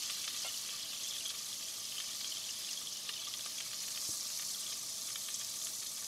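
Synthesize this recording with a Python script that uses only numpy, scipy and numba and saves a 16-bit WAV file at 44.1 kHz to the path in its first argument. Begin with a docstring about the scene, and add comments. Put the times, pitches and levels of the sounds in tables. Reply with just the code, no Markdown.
"""A bright sizzle comes first: butter melting in hot oil, heard just above an enamelled iron pot.
Its water boils off in flurries of tiny bursting bubbles; larger ones pop, spit and chirp, and all
of them ring briefly in the pot. Pushed across the pot's hot floor, the butter foams up: the sizzle
grows finer and the large bubbles fade. Under it lie a low kitchen hum, one light grazing knock
early on and one soft thump about four seconds in."""
import sys
import numpy as np
from scipy import signal
from scipy.fft import rfft, irfft
from scipy.io import wavfile
from scipy.ndimage import uniform_filter1d, map_coordinates
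from numba import njit

SR = 44100
rng = np.random.default_rng(int(sys.argv[2]) if len(sys.argv) > 2 else 0)


def generate_wav(sig):
    """Save sig (samples, or channels by samples) to the path in sys.argv[1] as 16-bit PCM at SR."""
    pcm = np.round(np.clip(np.atleast_2d(sig).T, -1, 1) * 32767).astype(np.int16)
    wavfile.write(sys.argv[1], SR, pcm)


N = 267907
T = np.arange(N) / SR
TOP_HZ = 15700
CRACK_S, TATTER_S = .0013, .005  # fade times: a bubble's skin cracks fast, then tatters for longer


def gain(db):
    """Turn decibels into a number to multiply by."""
    return 10 ** (np.asarray(db) / 20)


def unit(x):
    """Scale a sound to an average strength (rms) of 1."""
    return x / np.sqrt(np.mean(x ** 2))


def follow(table, column=1):
    """Join a table's points in time with straight lines, one value a sample."""
    columns = np.transpose(table)
    return np.interp(T, columns[0], columns[column])


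def add(out, s, x, peak_db):
    """Mix in a short sound at s seconds, with its loudest millisecond or two at peak_db."""
    i = int(s * SR)
    peak = np.sqrt(uniform_filter1d(x ** 2, size=64).max())
    out[i:i + len(x)] += (x * gain(peak_db) / peak)[:N - i]


def colour(x, points):
    """Make some pitches louder and others softer, along a curve of (Hz, dB) points."""
    hz, db = np.transpose(points)
    f = np.maximum(np.fft.rfftfreq(len(x), 1 / SR), 1)
    return irfft(rfft(x) * gain(np.interp(np.log(f), np.log(hz), db)), len(x))


def resonate(x, hz, *widths_hz):
    """Keep the sound near one pitch, filtering once for each width; narrower rings longer."""
    for width in widths_hz:
        x = signal.lfilter(*signal.iirpeak(min(hz, TOP_HZ), hz / width, fs=SR), x)
    return x


def ring(x, notes):
    """A shaken object rings at several notes of its own."""
    return sum(gain(db) * resonate(x, hz, width) for hz, width, db in notes)


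def burst(decay_s, size=6000):
    """A short puff of noise, equally strong at all pitches, that dies away."""
    puff = rng.standard_normal(size) * np.exp(-T[:size] / decay_s)
    even = irfft(np.exp(1j * np.angle(rfft(puff))), size)
    return even * np.exp(-T[:size] / (10 * decay_s))


def swell(x, rise_s=.0014):
    """Soften the start of a short sound."""
    return x * (1 - np.exp(-T[:len(x)] / rise_s))


def uneven(count, limit):
    """Random strengths: many small, a few large, none above the limit."""
    return np.minimum(rng.exponential(size=count), limit)


def scattered_puffs(count, decay_s, scatter_db, limit):
    """Puffs of noise that start at random moments and die away."""
    starts = np.zeros(N)
    starts[rng.integers(0, N, count)] = gain(scatter_db * uneven(count, limit))
    loudness = signal.lfilter([1], [1, -np.exp(-1 / (decay_s * SR))], starts)
    return rng.standard_normal(N) * loudness


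@njit
def bubbles(start, hz, cycles, strength, glide):
    """Each bubble is a pure tone that swells quickly, dies away and slides in pitch as it opens."""
    out = np.zeros(N)
    for k in range(len(start)):
        length = int(cycles[k] * SR / hz[k]) + 2
        step = 2 * np.pi * hz[k] / SR
        turn = np.exp(-7 / length + 1j * step)  # moves the wave on one sample and fades it a little
        slide = np.exp(1j * step * glide[k] / length)
        wave = strength[k] / np.sqrt(length) + 0j
        for i in range(min(length, N - start[k])):
            wave *= turn
            turn *= slide
            out[start[k] + i] += wave.imag * min(1., 6 * i / length)
    return out


# How hard the fat boils: t/s, level/dB, fineness/dB (higher favours the tiniest bubbles)
BOILING = [(0.05, -42, -7), (0.3, -42, -7.5), (0.6, -42.5, -6), (0.75, -44, -7.5), (1.1, -43.5, -6.5),
           (1.45, -44.5, -6), (1.8, -45, -5), (2.25, -44, -6.5), (2.65, -43.5, -7), (2.84, -45.5, -5.5),
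           (3.08, -45.5, -7), (3.28, -45.5, -7), (3.4, -44.5, -5.5), (3.75, -43.5, -7), (3.95, -43.5, -4.5),
           (4.1, -42, -3), (4.25, -43, -5.5), (4.5, -42, -4.5), (4.65, -44.5, -4.5), (5.0, -44.5, -4),
           (5.45, -44, -5), (5.7, -44.5, -3), (6.05, -45.5, -3.5)]
# The tone of the sizzle: f/Hz, level/dB
SIZZLE_TONE = [(1000, -30), (2000, -16.5), (2700, -17), (3100, -14.5), (3800, -8.5), (4300, -5),
               (5000, -4.5), (6200, -1.6), (7000, -5), (8300, -9), (10500, -10.5), (13000, -16),
               (15500, -27)]


def sizzle(scatter_db=2.0, flurries_per_s=150, middle_hz=5100, count=100000):
    """Thousands of tiny bubbles burst in flurries; finer foam shifts the sound upwards."""
    start = rng.integers(0, N, count)
    hz = rng.uniform(1000, 16000, count)
    # A random map over time and pitch makes bubbles of like size grow loud together.
    spot = [start / SR * flurries_per_s, np.log2(hz / 1000) * 2.14]
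    flurry_db = map_coordinates(rng.standard_normal((4000, 64)), spot, order=1, mode="wrap")
    own_db = scatter_db * np.sqrt(hz / middle_hz) * uneven(count, 6.5)  # the tiniest vary most
    smallness = np.clip(np.log2(hz / middle_hz) * 2.8, -1, 1)
    foam_db = smallness * (follow(BOILING, column=2)[start] + 5)  # fineness -5 favours no size
    cycles = 10 * rng.uniform(.5, 2, count)
    glide = rng.normal(0, .042, count)
    fizz = bubbles(start, hz, cycles, gain(own_db + flurry_db + foam_db), glide)
    return unit(colour(fizz, SIZZLE_TONE)) * gain(follow(BOILING) - .12)


def snaps():
    """The thinnest bubble skins snap in pinprick clicks, 16 dB below the boiling level."""
    clicks = scattered_puffs(count=1100, decay_s=.00027, scatter_db=3.5, limit=3.5)
    treble = signal.butter(4, [3500, 13500], "band", fs=SR, output="sos")
    return unit(signal.sosfilt(treble, clicks)) * gain(follow(BOILING) - 16)


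# How hard the larger bubbles simmer; they fade once the butter foams: t/s, level/dB
SIMMERING = [(0, -51), (0.45, -53.5), (0.6, -55.5), (1.0, -50.5), (1.1, -52.5), (1.3, -56), (1.4, -58),
             (1.9, -53.5), (2.35, -53), (2.6, -55), (3.05, -53), (3.2, -51), (3.4, -58), (3.7, -61),
             (4.2, -81), (4.55, -67), (4.65, -50), (4.8, -60), (5.3, -56), (6.0, -62)]


def simmer(first_hz=3170, last_hz=3450, scatter_db=2.0, count=4500):
    """Larger bubbles ring for a few milliseconds each; they slowly get smaller and higher."""
    start = rng.integers(0, N, count)
    hz = np.interp(start, [0, N], [first_hz, last_hz]) * np.exp(rng.normal(0, .08, count))
    strength = gain(scatter_db * uneven(count, 4))
    cycles = 28 * rng.uniform(.5, 2, count)
    glide = rng.normal(0, .04, count)
    return unit(bubbles(start, hz, cycles, strength, glide)) * gain(follow(SIMMERING) - 1.5)


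# The tone of a pop, faint or loud: f/Hz, level/dB
POP_TONE = [(150, -38), (500, -3), (980, -8.5), (1160, 0.5), (1500, 0.5), (2300, 5), (2800, 4), (3400, 8),
            (4100, 5), (8000, -7.5), (15000, -33)]


def crackle(hollow_hz=1185, width_hz=130, start_db=-60, fade_db_per_s=.37):
    """Faint pops at random moments keep the pot's hollow note ringing."""
    puffs = scattered_puffs(count=700, decay_s=TATTER_S, scatter_db=1.5, limit=3)
    hollow = resonate(puffs, hollow_hz, width_hz)
    return unit(colour(puffs + hollow, POP_TONE)) * gain(start_db - fade_db_per_s * T)


# The notes at which the air in the pot rings: f/Hz, width/Hz, level/dB
POT_NOTES = [(1195, 80, 3.5), (1780, 60, -13), (2310, 45, -5), (2487, 30, -9), (2630, 70, -5),
             (3040, 45, -6), (3280, 80, -7), (3590, 60, -6), (4020, 70, -10), (4180, 45, -9),
             (4365, 50, -6), (4835, 35, -9), (5015, 70, -6), (5970, 80, -15)]


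def pot(x, echo_db=-6, echo_s=.008, moves_per_s=40, pairs=3):
    """Sound bounces between the pot's hard walls and rings the air between them."""
    inside = x.copy()
    for _ in range(pairs):
        # Each spot on the pot floor has its own echo; the bursts wander between two spots.
        stops = rng.standard_normal(N // 20)
        place = np.pi * np.interp(T * moves_per_s, np.arange(len(stops)), stops)
        for share in (np.cos(place), np.sin(place)):
            walls = burst(echo_s)
            echo = signal.oaconvolve(x * share, walls)[:N]
            inside += gain(echo_db) * echo / np.sqrt(pairs * np.sum(walls ** 2))
    return inside + ring(inside, POT_NOTES)


# The tone of the room's low noise: f/Hz, level/dB
ROOM_TONE = [(20, -4), (50, -7), (90, -3), (135, 3.5), (175, -2.5), (240, 4.5), (370, 1), (430, -1.5),
             (560, 3), (720, -2), (850, -1), (1300, -38), (3000, -66)]
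# Hollow notes that the room noise draws from the pot and hob: f/Hz, width/Hz, level/dB
HOLLOW_NOTES = [(113, 44, -73.5), (650, 17, -72.5), (913, 11, -76.5), (1132, 176, -67)]


def kitchen(air_db=-65, hum_hz=200, hum_db=-73):
    """Low room noise and the steady electric hum of an appliance."""
    air = gain(air_db) * unit(colour(rng.standard_normal(N), ROOM_TONE))
    hollow = sum(gain(db) * unit(resonate(rng.standard_normal(N), hz, width))
                 for hz, width, db in HOLLOW_NOTES)
    hum = gain(hum_db) * unit(np.sin(2 * np.pi * hum_hz * T))
    return air + hollow + hum


# The loudest steam pockets popping: t/s, puff level/dB (before POP_TONE shapes it), ring level/dB
STEAM_POPS = [(0.0204, -50, -53), (0.0328, -44, -64), (0.097, -36.5, -49), (0.2409, -42, -42.5),
              (0.2768, -35.5, -40), (0.3425, -42, -57), (0.4265, -50, -55), (0.6878, -41, -46),
              (0.9303, -42, -55), (1.2535, -45.5, -50), (1.303, -40.5, -55), (1.6243, -48, -49.5),
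              (1.921, -45, -45), (1.981, -41.5, -49), (2.0005, -39.5, -43), (2.209, -43.5, -55),
              (2.2437, -43, -48), (3.09, -35.5, -53), (3.3378, -47, -50), (3.3917, -44, -57),
              (3.459, -36.5, -53), (3.5818, -44, -48), (3.6027, -38.5, -49), (3.7318, -39.5, -50),
              (3.8287, -50, -60), (3.8347, -43.5, -59), (3.8796, -40.5, -59), (3.9569, -47, -54),
              (3.9736, -39.5, -59), (4.3011, -44, -54), (4.3935, -42, -60), (4.4228, -41, -63),
              (4.7226, -43, -59), (5.0858, -46, -66), (5.1568, -37.5, -42), (5.2852, -40.5, -49),
              (5.411, -43, -48), (5.6675, -43.5, -61)]


def pops(ring_hz=3150, width_hz=1100):
    """A steam pocket swells open with a bright ring, and its skin tatters for a few milliseconds."""
    puffs, rings = np.zeros(N), np.zeros(N)
    for s, puff_db, ring_db in STEAM_POPS:
        puff = swell(burst(CRACK_S) + burst(TATTER_S))
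        add(puffs, s, puff, puff_db)
        add(rings, s, resonate(puff, ring_hz, width_hz, width_hz), ring_db)
    return colour(puffs, POP_TONE) + rings


# The loudest spits, tight clusters of small bubbles: t/s, level/dB, f/Hz
STEAM_SPITS = [(0.055, -38, 5300), (0.4193, -39, 5490), (0.821, -46, 4990), (1.032, -37.5, 6130),
               (1.296, -41, 4600), (1.8507, -40.5, 5200), (1.9883, -47, 4000), (2.166, -38, 5540),
               (2.204, -39, 5000), (2.2714, -42, 6330), (2.3024, -40, 5000), (2.359, -44, 4400),
               (2.504, -40, 5600), (2.709, -39, 5800), (2.7294, -39, 5300), (2.924, -39, 5440),
               (2.968, -40.5, 5600), (3.134, -41.5, 3820), (3.281, -42, 6060), (3.8023, -36.5, 4630),
               (4.013, -39, 5600), (4.0495, -39, 5700), (4.1031, -43, 6500), (4.1686, -37, 6430),
               (4.205, -37.5, 5270), (4.265, -38, 5040), (4.4975, -44, 6700), (4.5311, -47, 5060),
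               (4.724, -46, 4400), (5.0685, -39, 5870), (5.341, -36, 6330), (5.389, -41, 6800),
               (5.644, -38, 6690), (5.862, -40, 4240)]


def spits(width_hz=1400):
    """Water turns to steam all at once and spits brightly."""
    out = np.zeros(N)
    for s, db, hz in STEAM_SPITS:
        puff = swell(burst(decay_s=.0077))
        add(out, s, resonate(puff, hz, width_hz, 2 * width_hz), db)
    return out


# The loudest large bubbles opening: t/s, level/dB, f/Hz
BUBBLE_CHIRPS = [(0.0977, -44, 3260), (0.2418, -41, 3260), (0.477, -39, 3460), (0.484, -36.5, 2970),
                 (0.542, -41.5, 3010), (0.833, -44.5, 3600), (1.0248, -46, 3400), (1.045, -43, 3300),
                 (1.072, -40, 3400), (1.1087, -38.5, 3440), (1.12, -46, 3240), (1.1415, -43, 3400),
                 (1.15, -46, 3300), (1.166, -40.5, 3350), (1.182, -44, 3520), (1.207, -41.5, 2900),
                 (1.255, -43, 3280), (1.265, -44, 3330), (1.275, -42, 3270), (1.292, -41, 3350),
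                 (1.299, -44.5, 3380), (1.4374, -48, 3360), (1.5294, -39.5, 3370), (1.6833, -42, 3180),
                 (1.914, -45, 3650), (1.981, -40, 3020), (2.2435, -43, 3200), (2.321, -38.5, 3130),
                 (2.369, -43.5, 3170), (2.4409, -40.5, 3400), (2.4906, -40, 2950), (2.6464, -40, 3300),
                 (2.689, -40.5, 2800), (2.7746, -38.5, 3300), (2.8714, -37.5, 3320), (3.084, -52, 3280),
                 (3.092, -44, 2810), (3.165, -43, 2910), (3.192, -45, 3060), (3.247, -43, 3240),
                 (3.2692, -41.5, 3400), (3.3385, -40, 3470), (3.408, -41, 3380), (3.5828, -44, 3500),
                 (3.607, -41, 3160), (3.9479, -44, 3490), (4.5461, -41, 3400), (4.6662, -42, 3560),
                 (5.0714, -45, 3570), (5.6161, -43, 3440)]


def chirps(cycles=42, snap_hz=5400, width_hz=3500):
    """The largest bubbles open with a bright snap and ring at their own pitch, sliding a little."""
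    out, one = np.zeros(N), np.ones(1)
    for s, db, hz in BUBBLE_CHIRPS:
        glide = rng.normal(0, .088, 1)
        tone = bubbles(np.zeros(1, int), hz * one, cycles * one, one, glide)
        add(out, s, tone[:SR // 10], db)
        snap = resonate(burst(CRACK_S), snap_hz, width_hz, width_hz)
        add(out, s, snap, db - 6)
    return out


# Lone ticks of flying droplets: t/s, level/dB, f/Hz
DROPLET_TICKS = [(0.387, -34.5, 5330), (0.5754, -32, 5020), (1.282, -38, 10900), (2.5887, -42, 11000),
                 (3.3385, -37, 3930), (5.158, -39, 3600), (5.4476, -33, 5900), (5.639, -35, 6900),
                 (5.6467, -34.5, 6690), (6.0454, -35, 5440)]


def ticks(width_hz=3000):
    """Each thrown droplet makes one very short, sharp tick."""
    out = np.zeros(N)
    for s, db, hz in DROPLET_TICKS:
        add(out, s, resonate(burst(decay_s=.00041), hz, width_hz, width_hz), db)
    return out


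# The notes of the knocked object: f/Hz, width/Hz, level/dB
KNOCK_NOTES = [(520, 30, -8), (580, 30, -4), (650, 35, -2), (735, 40, 0), (980, 90, -8), (1370, 25, 1),
               (2145, 22, 2), (2740, 22, 6)]
# The knock and its two bounces: t/s, level/dB
KNOCK_HITS = [(0.447, -40.5), (0.454, -45.5), (0.464, -44.5)]


def knock():
    """A light, grazing knock bounces, and each touch sets the object ringing."""
    out = np.zeros(N)
    for s, db in KNOCK_HITS:
        add(out, s, ring(burst(decay_s=.0029), KNOCK_NOTES), db)
    return out


# The low notes of the thump: f/Hz, width/Hz, level/dB
THUMP_NOTES = [(112, 58, 0), (310, 38, 4), (490, 96, -10)]


def thump(at_s=4.0905, contact_s=.00036):
    """One short, smooth push wakes low notes that die quickly: a soft thump."""
    out = np.zeros(N)
    push = T * np.exp(-T / contact_s)
    add(out, at_s, ring(push, THUMP_NOTES), peak_db=-44)
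    return out


def scene():
    """The boiling fat gains the pot's echo and ring; knock, thump and kitchen join it in one channel."""
    fat = sizzle() + snaps() + simmer() + crackle() + pops() + chirps() + spits() + ticks()
    return (pot(fat) + knock() + thump() + kitchen())[None]


def record(dry):
    """Cut away the very highest treble, steeply above TOP_HZ."""
    return signal.sosfilt(signal.ellip(12, .2, 80, TOP_HZ, fs=SR, output="sos"), dry)


dry = scene()
out = record(dry)
generate_wav(out)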